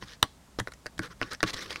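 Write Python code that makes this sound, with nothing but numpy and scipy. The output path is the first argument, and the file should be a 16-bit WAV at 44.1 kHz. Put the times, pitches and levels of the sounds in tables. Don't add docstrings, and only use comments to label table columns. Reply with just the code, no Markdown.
import sys
import numpy as np
from scipy import signal
from scipy.fft import rfft, irfft, next_fast_len
from scipy.io import wavfile
from scipy.ndimage import uniform_filter1d

SR = 44100
rng = np.random.default_rng(int(sys.argv[2]) if len(sys.argv) > 2 else 0)


def wav_out(sig):
    wavfile.write(sys.argv[1], SR, np.round(np.clip(np.atleast_2d(sig).T, -1, 1) * 32767).astype(np.int16))


N = 79380

# frequency in Hz, gain in dB.
ROOM_TONE_SPECTRUM = [(20, -17.5), (60, 6), (90, -6.5), (170, -2.5), (400, -13), (1000, -15.5),
                      (2400, -23.5), (8000, -25.5), (16000, -38)]
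# start in seconds, length in seconds, body level and hiss level
# in dB before their trims, contact resonance in Hz.
STROKES = [(0.008, 0.045, -44.5, -47.5, 1740), (0.049, 0.12, -48, -48.5, 1660),
           (0.587, .016, -26, -37, 1090), (1.01, 0.072, -33.5, -44, 1460), (1.098, 0.039, -40, -53.5, 1380),
           (1.189, 0.13, -43, -52.5, 1510), (1.303, 0.049, -31.5, -40, 1520),
           (1.46, 0.056, -31.5, -31.5, 1870), (1.53, 0.021, -34.5, -30.5, 2030),
           (1.549, 0.068, -37, -41.5, 1780), (1.599, 0.058, -41, -38, 2040),
           (1.656, 0.0095, -35, -40.5, 1760), (1.688, 0.062, -36.5, -39, 2050)]
# centre in Hz, width in Hz, gain in dB.
SCRAPE_RESONANCES = [(337, 120, 0), (510, 69, 2), (1090, 160, -2.5), (1650, 600, -7)]
# start in seconds, length in seconds, level in dB.
TIP_SKIDS = [(0.598, 0.0056, -32), (1.033, 0.0023, -38), (1.332, 0.0046, -38.5)]
# frequency in Hz, gain in dB.
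HISS_SPECTRUM = [(800, -4.5), (1700, -2), (2650, -2.5), (3800, 3), (5400, 0), (6300, -5), (7300, -13.5),
                 (9800, -15), (15500, -28)]
SKID_SPECTRUM = [(1000, -10.5), (3300, 1), (9000, -3.5), (15500, -23.5)]
# start in seconds, gain in dB, bass, treble and top gains in dB,
# body resonance in Hz, treble resonance in Hz, bending-wave sweep in seconds.
TIP_TAPS = [(0.0229, -0.5, -1.5, 0, -14, 1050, 3410, 0.0031), (0.5875, -1.5, 16, 7, 5, 1270, 3580, 0.00078),
            (0.6004, 13, -6, -9.5, -2, 1770, 3630, 0.001456),
            (0.6729, 7, -1.5, -7, -10, 1420, 3900, 0.0013), (0.682, -6.5, 5, -3.5, 4, 1300, 4200, 0.0028),
            (0.7196, -6, -6.5, -1.5, 4, 1375, 3870, 0.0028),
            (0.7361, -17.5, 2.5, 10.5, 14.5, 1860, 5900, 0.0022),
            (0.8581, 2, 3, -11, -5.5, 1545, 4730, 0.0027), (0.8642, 2, -2.5, 3.5, 3.5, 1630, 4640, 0.0033),
            (0.9797, -11.5, -2, 9.5, 10.5, 1750, 3480, 0.0011),
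            (0.9917, 11, -6.5, -7.5, 0, 1590, 4100, 0.0026),
            (1.2135, 13, -0.5, -7.5, -11, 1480, 5140, 0.0028),
            (1.2228, 7.5, -15, -5, -14.5, 1390, 5160, 0.00222),
            (1.229, 2.5, -4.5, 3.5, -3, 1500, 2570, 0.00083), (1.3478, -6, -11, 9, 4.5, 1750, 5530, 0.0009),
            (1.4047, 6.5, -20, 2, -14, 1850, 3440, 0.0013), (1.4291, 20, -1, -5, -1, 1580, 4480, 0.0024),
            (1.4367, 10, 0, 6, -2, 1360, 2690, 0.0019), (1.706, 4.5, -10, 1, 0, 1890, 2780, 0.00053),
            (1.7592, 6, -12.5, -2.5, -5, 1600, 2470, 0.00019)]
# frequency in Hz, gain in dB.
RULER_SPECTRUM = [(60, -8), (250, -10), (470, -2.5), (680, -4.5), (1050, -6), (1800, -4.5), (2300, -7),
                  (3700, -14.5), (5500, -15), (7300, -25.5), (10000, -27), (15500, -41)]
# start in seconds, gain in dB, tilt in dB per octave about 300 Hz.
COVER_KNOCKS = [(.023, -42, -3), (0.226, -32.5, 18), (.588, -30.5, 10.5), (0.602, -32.5, -6),
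                (.994, -26.5, 4), (1.216, -29, 7), (1.224, -28, 11.5), (1.431, -28.5, 16),
                (1.437, -25, 1.5)]
# frequency in Hz, gain in dB, T60 in seconds.
COVER_MODES = [(120, -5, 0.11), (188, -1, 0.084), (320, 4.5, 0.041), (444, -11.5, 0.058),
               (637, -15.5, 0.031), (1123, -29, 0.077)]
# frequency in Hz, gain in dB.
SNAP_DIRECT_SPECTRUM = [(40, -11.5), (120, 2), (300, -10), (450, 1), (680, -13), (850, 0.5), (1400, 5.5),
                        (1530, -11), (1680, 2), (2200, -13.5), (3000, 3), (3230, -8), (3550, 9.5),
                        (4050, -1), (4400, -7), (5400, -12.5), (6000, -3), (6700, -16.5), (8300, -7),
                        (9000, -16), (14500, -22.5), (16000, -37)]
SNAP_DIFFUSE_SPECTRUM = [(200, -7), (1350, 2.5), (2200, -8.5), (3700, -2.5), (6000, -11.5), (15500, -29)]
# time in seconds, level in dB before the trim.
FLEX_ENVELOPE = [(0.951, -56), (1.02, -52), (1.17, -59), (1.401, -63), (1.48, -56), (1.6, -53), (1.8, -60)]
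# frequency in Hz, gain in dB.
FLEX_SPECTRUM = [(20, -27.5), (48, 4.5), (90, -11.5), (170, 0.5), (300, -19), (700, -50), (2000, -110)]
# frequency in Hz, T60 in seconds.
WALL_DECAY = [(100, 0.11), (500, 0.07), (1500, 0.093), (4000, 0.3), (12000, 0.15)]
# frequency in Hz, gain in dB.
REFLECTION_SPECTRUM = [(200, 21), (1400, 6), (3000, -2), (10000, -1)]


def amp(db):
    return 10 ** (np.asarray(db) / 20)


def unit_rms(x):
    return x / np.sqrt(np.mean(x ** 2) + 1e-20)


def along(points, hz):
    point_hz, values = np.transpose(points)
    return np.interp(np.log(hz + 1), np.log(point_hz + 1), values)


def bell(hz, centre_hz, octaves=0.22):
    return np.exp(-(np.log2((hz + 1) / centre_hz) / octaves) ** 2)


def filtered(x, response):
    size = next_fast_len(N + SR // 2)
    return irfft(rfft(x, size) * response(np.fft.rfftfreq(size, 1 / SR)), size)[:N]


def coloured(x, spectrum):
    return filtered(x, lambda hz: amp(along(spectrum, hz)))


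def noise(spectrum):
    return unit_rms(coloured(rng.standard_normal(N), spectrum))


def burst(t60_s, size=4096):
    x = rng.standard_normal(size) * amp(-60 * np.arange(size) / SR / t60_s)
    return x / np.linalg.norm(x)


def add(track, start_s, sound):
    part = track[max(round(start_s * SR), 0):][:len(sound)]
    part += sound[:len(part)]


def swell(start_s, length_s, rise_share=0.28, fall_share=0.31):
    progress = (np.arange(N) / SR - start_s) / length_s
    return np.clip(progress / rise_share, 0, 1) * np.clip((1 - progress) / fall_share, 0, 1)


def room_tone(level_db=-56):
    return amp(level_db) * noise(ROOM_TONE_SPECTRUM)


def slips(rate_per_s=2500, spread_db=5.5):
    onsets = rng.random(N) < rate_per_s / SR
    grains = onsets * amp(spread_db * rng.standard_normal(N)) * rng.choice([-1, 1], N)
    return unit_rms(grains) + 0.44 * rng.standard_normal(N)


def rub(resonances, order=1):
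    def response(hz):
        total = 0
        for k, (centre_hz, width_hz, db) in enumerate(resonances):
            damping = 1j * hz * width_hz
            total += (-1) ** k * amp(db) * damping / (centre_hz ** 2 - hz ** 2 + damping)
        return total ** order
    return unit_rms(filtered(slips(), response))


def rasp(spectrum, grit_db=3):
    frames = signal.stft(slips(), nperseg=256)[2]
    patches = uniform_filter1d(rng.standard_normal(frames.shape), size=4, axis=0)
    patches = unit_rms(uniform_filter1d(patches, size=5, axis=1))
    grit = signal.istft(frames * amp(grit_db * patches), nperseg=256)[1][:N]
    return unit_rms(coloured(grit, spectrum))


def scrape(body_trim_db=-7.5, hiss_trim_db=-2.5, contact_db=4.5, contact_width_hz=590,
           slide_from_s=1.44, slide_db=-52):
    slide_gain = amp(slide_db) * (np.arange(N) / SR > slide_from_s)
    body = slide_gain * rub(SCRAPE_RESONANCES)
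    hiss_gain = slide_gain
    for start_s, length_s, body_db, hiss_db, contact_hz in STROKES:
        envelope = swell(start_s, length_s)
        common_ring = rub(SCRAPE_RESONANCES)
        contact_ring = amp(contact_db) * rub([(contact_hz, contact_width_hz, 0)], order=2)
        body += envelope * amp(body_db + body_trim_db) * unit_rms(common_ring + contact_ring)
        hiss_gain = np.maximum(hiss_gain, envelope * amp(hiss_db + hiss_trim_db))
    skid_gain = sum(amp(db) * swell(start_s, length_s) for start_s, length_s, db in TIP_SKIDS)
    return body + hiss_gain * rasp(HISS_SPECTRUM) + skid_gain * rasp(SKID_SPECTRUM)


def bending_wave(colour_db, sweep_s, crunch_hz, crunch_t60_s, chatter_gain=0, size=4096):
    hz = np.fft.rfftfreq(size, 1 / SR)
    cepstrum = irfft(np.log(amp(colour_db(hz))))
    cepstrum[1:size // 2] *= 2
    cepstrum[size // 2 + 1:] = 0
    colour = np.exp(rfft(cepstrum))
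    delay_s = sweep_s / (1 + (hz / 2800) ** 2)
    dispersion = np.exp(-2j * np.pi * np.cumsum(delay_s) * SR / size)
    push_share = 1 / (1 + (hz / crunch_hz) ** 4)
    crunch = np.sqrt(1 - push_share) * rfft(burst(crunch_t60_s))
    chatter = chatter_gain * rfft(burst(t60_s=0.024))
    force = np.sqrt(push_share) + crunch + chatter
    fade = np.cos(np.linspace(0, np.pi / 2, size))
    return irfft(force * dispersion * colour) * fade


def taps(crunch_hz=3000, chatter_db=-11):
    out = np.zeros(N)
    for start_s, db, bass_db, treble_db, top_db, body_hz, treble_hz, sweep_s in TIP_TAPS:
        tone = [(500, bass_db), (1200, 0), (1800, 0),
                (3500, treble_db), (5500, treble_db), (8000, top_db)]

        def colour_db(hz):
            peaks_db = 8 * bell(hz, body_hz, octaves=0.13) + 6 * bell(hz, treble_hz)
            dips_db = -8 * bell(hz, 0.58 * body_hz) - 13 * bell(hz, 0.69 * treble_hz)
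            return along(RULER_SPECTRUM, hz) + along(tone, hz) + peaks_db + dips_db

        crunch_t60_s = 0.013 * 0.5 ** (db / 22)
        wave = bending_wave(colour_db, sweep_s, crunch_hz, crunch_t60_s, amp(chatter_db))
        add(out, start_s, amp(db) * wave)
    return out


def cover_knocks(attack_s=0.0015):
    out = np.zeros(N)
    t = np.arange(SR // 3) / SR
    attack = 1 - np.exp(-t / attack_s)
    for start_s, db, tilt_db_per_octave in COVER_KNOCKS:
        ring = 0
        for hz, mode_db, t60_s in COVER_MODES:
            onset_db = mode_db + rng.normal(0, 1) + tilt_db_per_octave * np.log2(hz / 300)
            ring += amp(onset_db - 60 * t / t60_s) * np.sin(2 * np.pi * hz * t)
        add(out, start_s, amp(db) * ring * attack)
    return out


def snap(spectrum, release_s=0.2283, release_db=16.5):
    out = np.zeros(N)
    catch = (release_s - 0.001, release_db - 8)
    for start_s, db in [catch, (release_s, release_db)]:
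        crack = bending_wave(lambda hz: along(spectrum, hz),
                             sweep_s=0.0012, crunch_hz=7500, crunch_t60_s=0.007)
        add(out, start_s, amp(db) * crack)
    return out


def cover_flex(trim_db=-1):
    times_s, levels_db = np.transpose(FLEX_ENVELOPE)
    envelope_db = np.interp(np.arange(N) / SR, times_s, levels_db, left=-120, right=-120)
    return amp(envelope_db + trim_db) * noise(FLEX_SPECTRUM)


def reflections(x, wall_db=-24, desk_db=-14, scatter_hz=2000):
    hz, t, frames = signal.stft(rng.standard_normal(SR // 2), SR, nperseg=256)
    decay = amp(-60 * t / along(WALL_DECAY, hz)[:, None])
    tail = signal.istft(frames * decay, SR, nperseg=256)[1]
    highpass = signal.butter(2, scatter_hz, 'high', fs=SR)
    scatter = signal.lfilter(*highpass, burst(t60_s=0.055))
    impulse_response = np.zeros(SR // 2)
    add(impulse_response, 0.007, amp(wall_db) * tail / np.linalg.norm(tail))
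    add(impulse_response, 0.003, amp(desk_db) * scatter)
    return coloured(signal.fftconvolve(x, impulse_response)[:N], REFLECTION_SPECTRUM)


def scene():
    binder = taps() + cover_knocks() + scrape() + cover_flex()
    direct = snap(SNAP_DIRECT_SPECTRUM) + binder
    reflected = reflections(snap(SNAP_DIFFUSE_SPECTRUM) + binder)
    return (direct + reflected + room_tone())[None]


def record(dry):
    cutoff_hz = 16100
    return filtered(dry[0], lambda hz: 1 / (1 + (hz / cutoff_hz) ** 120))[None]


dry = scene()
out = record(dry)
wav_out(out)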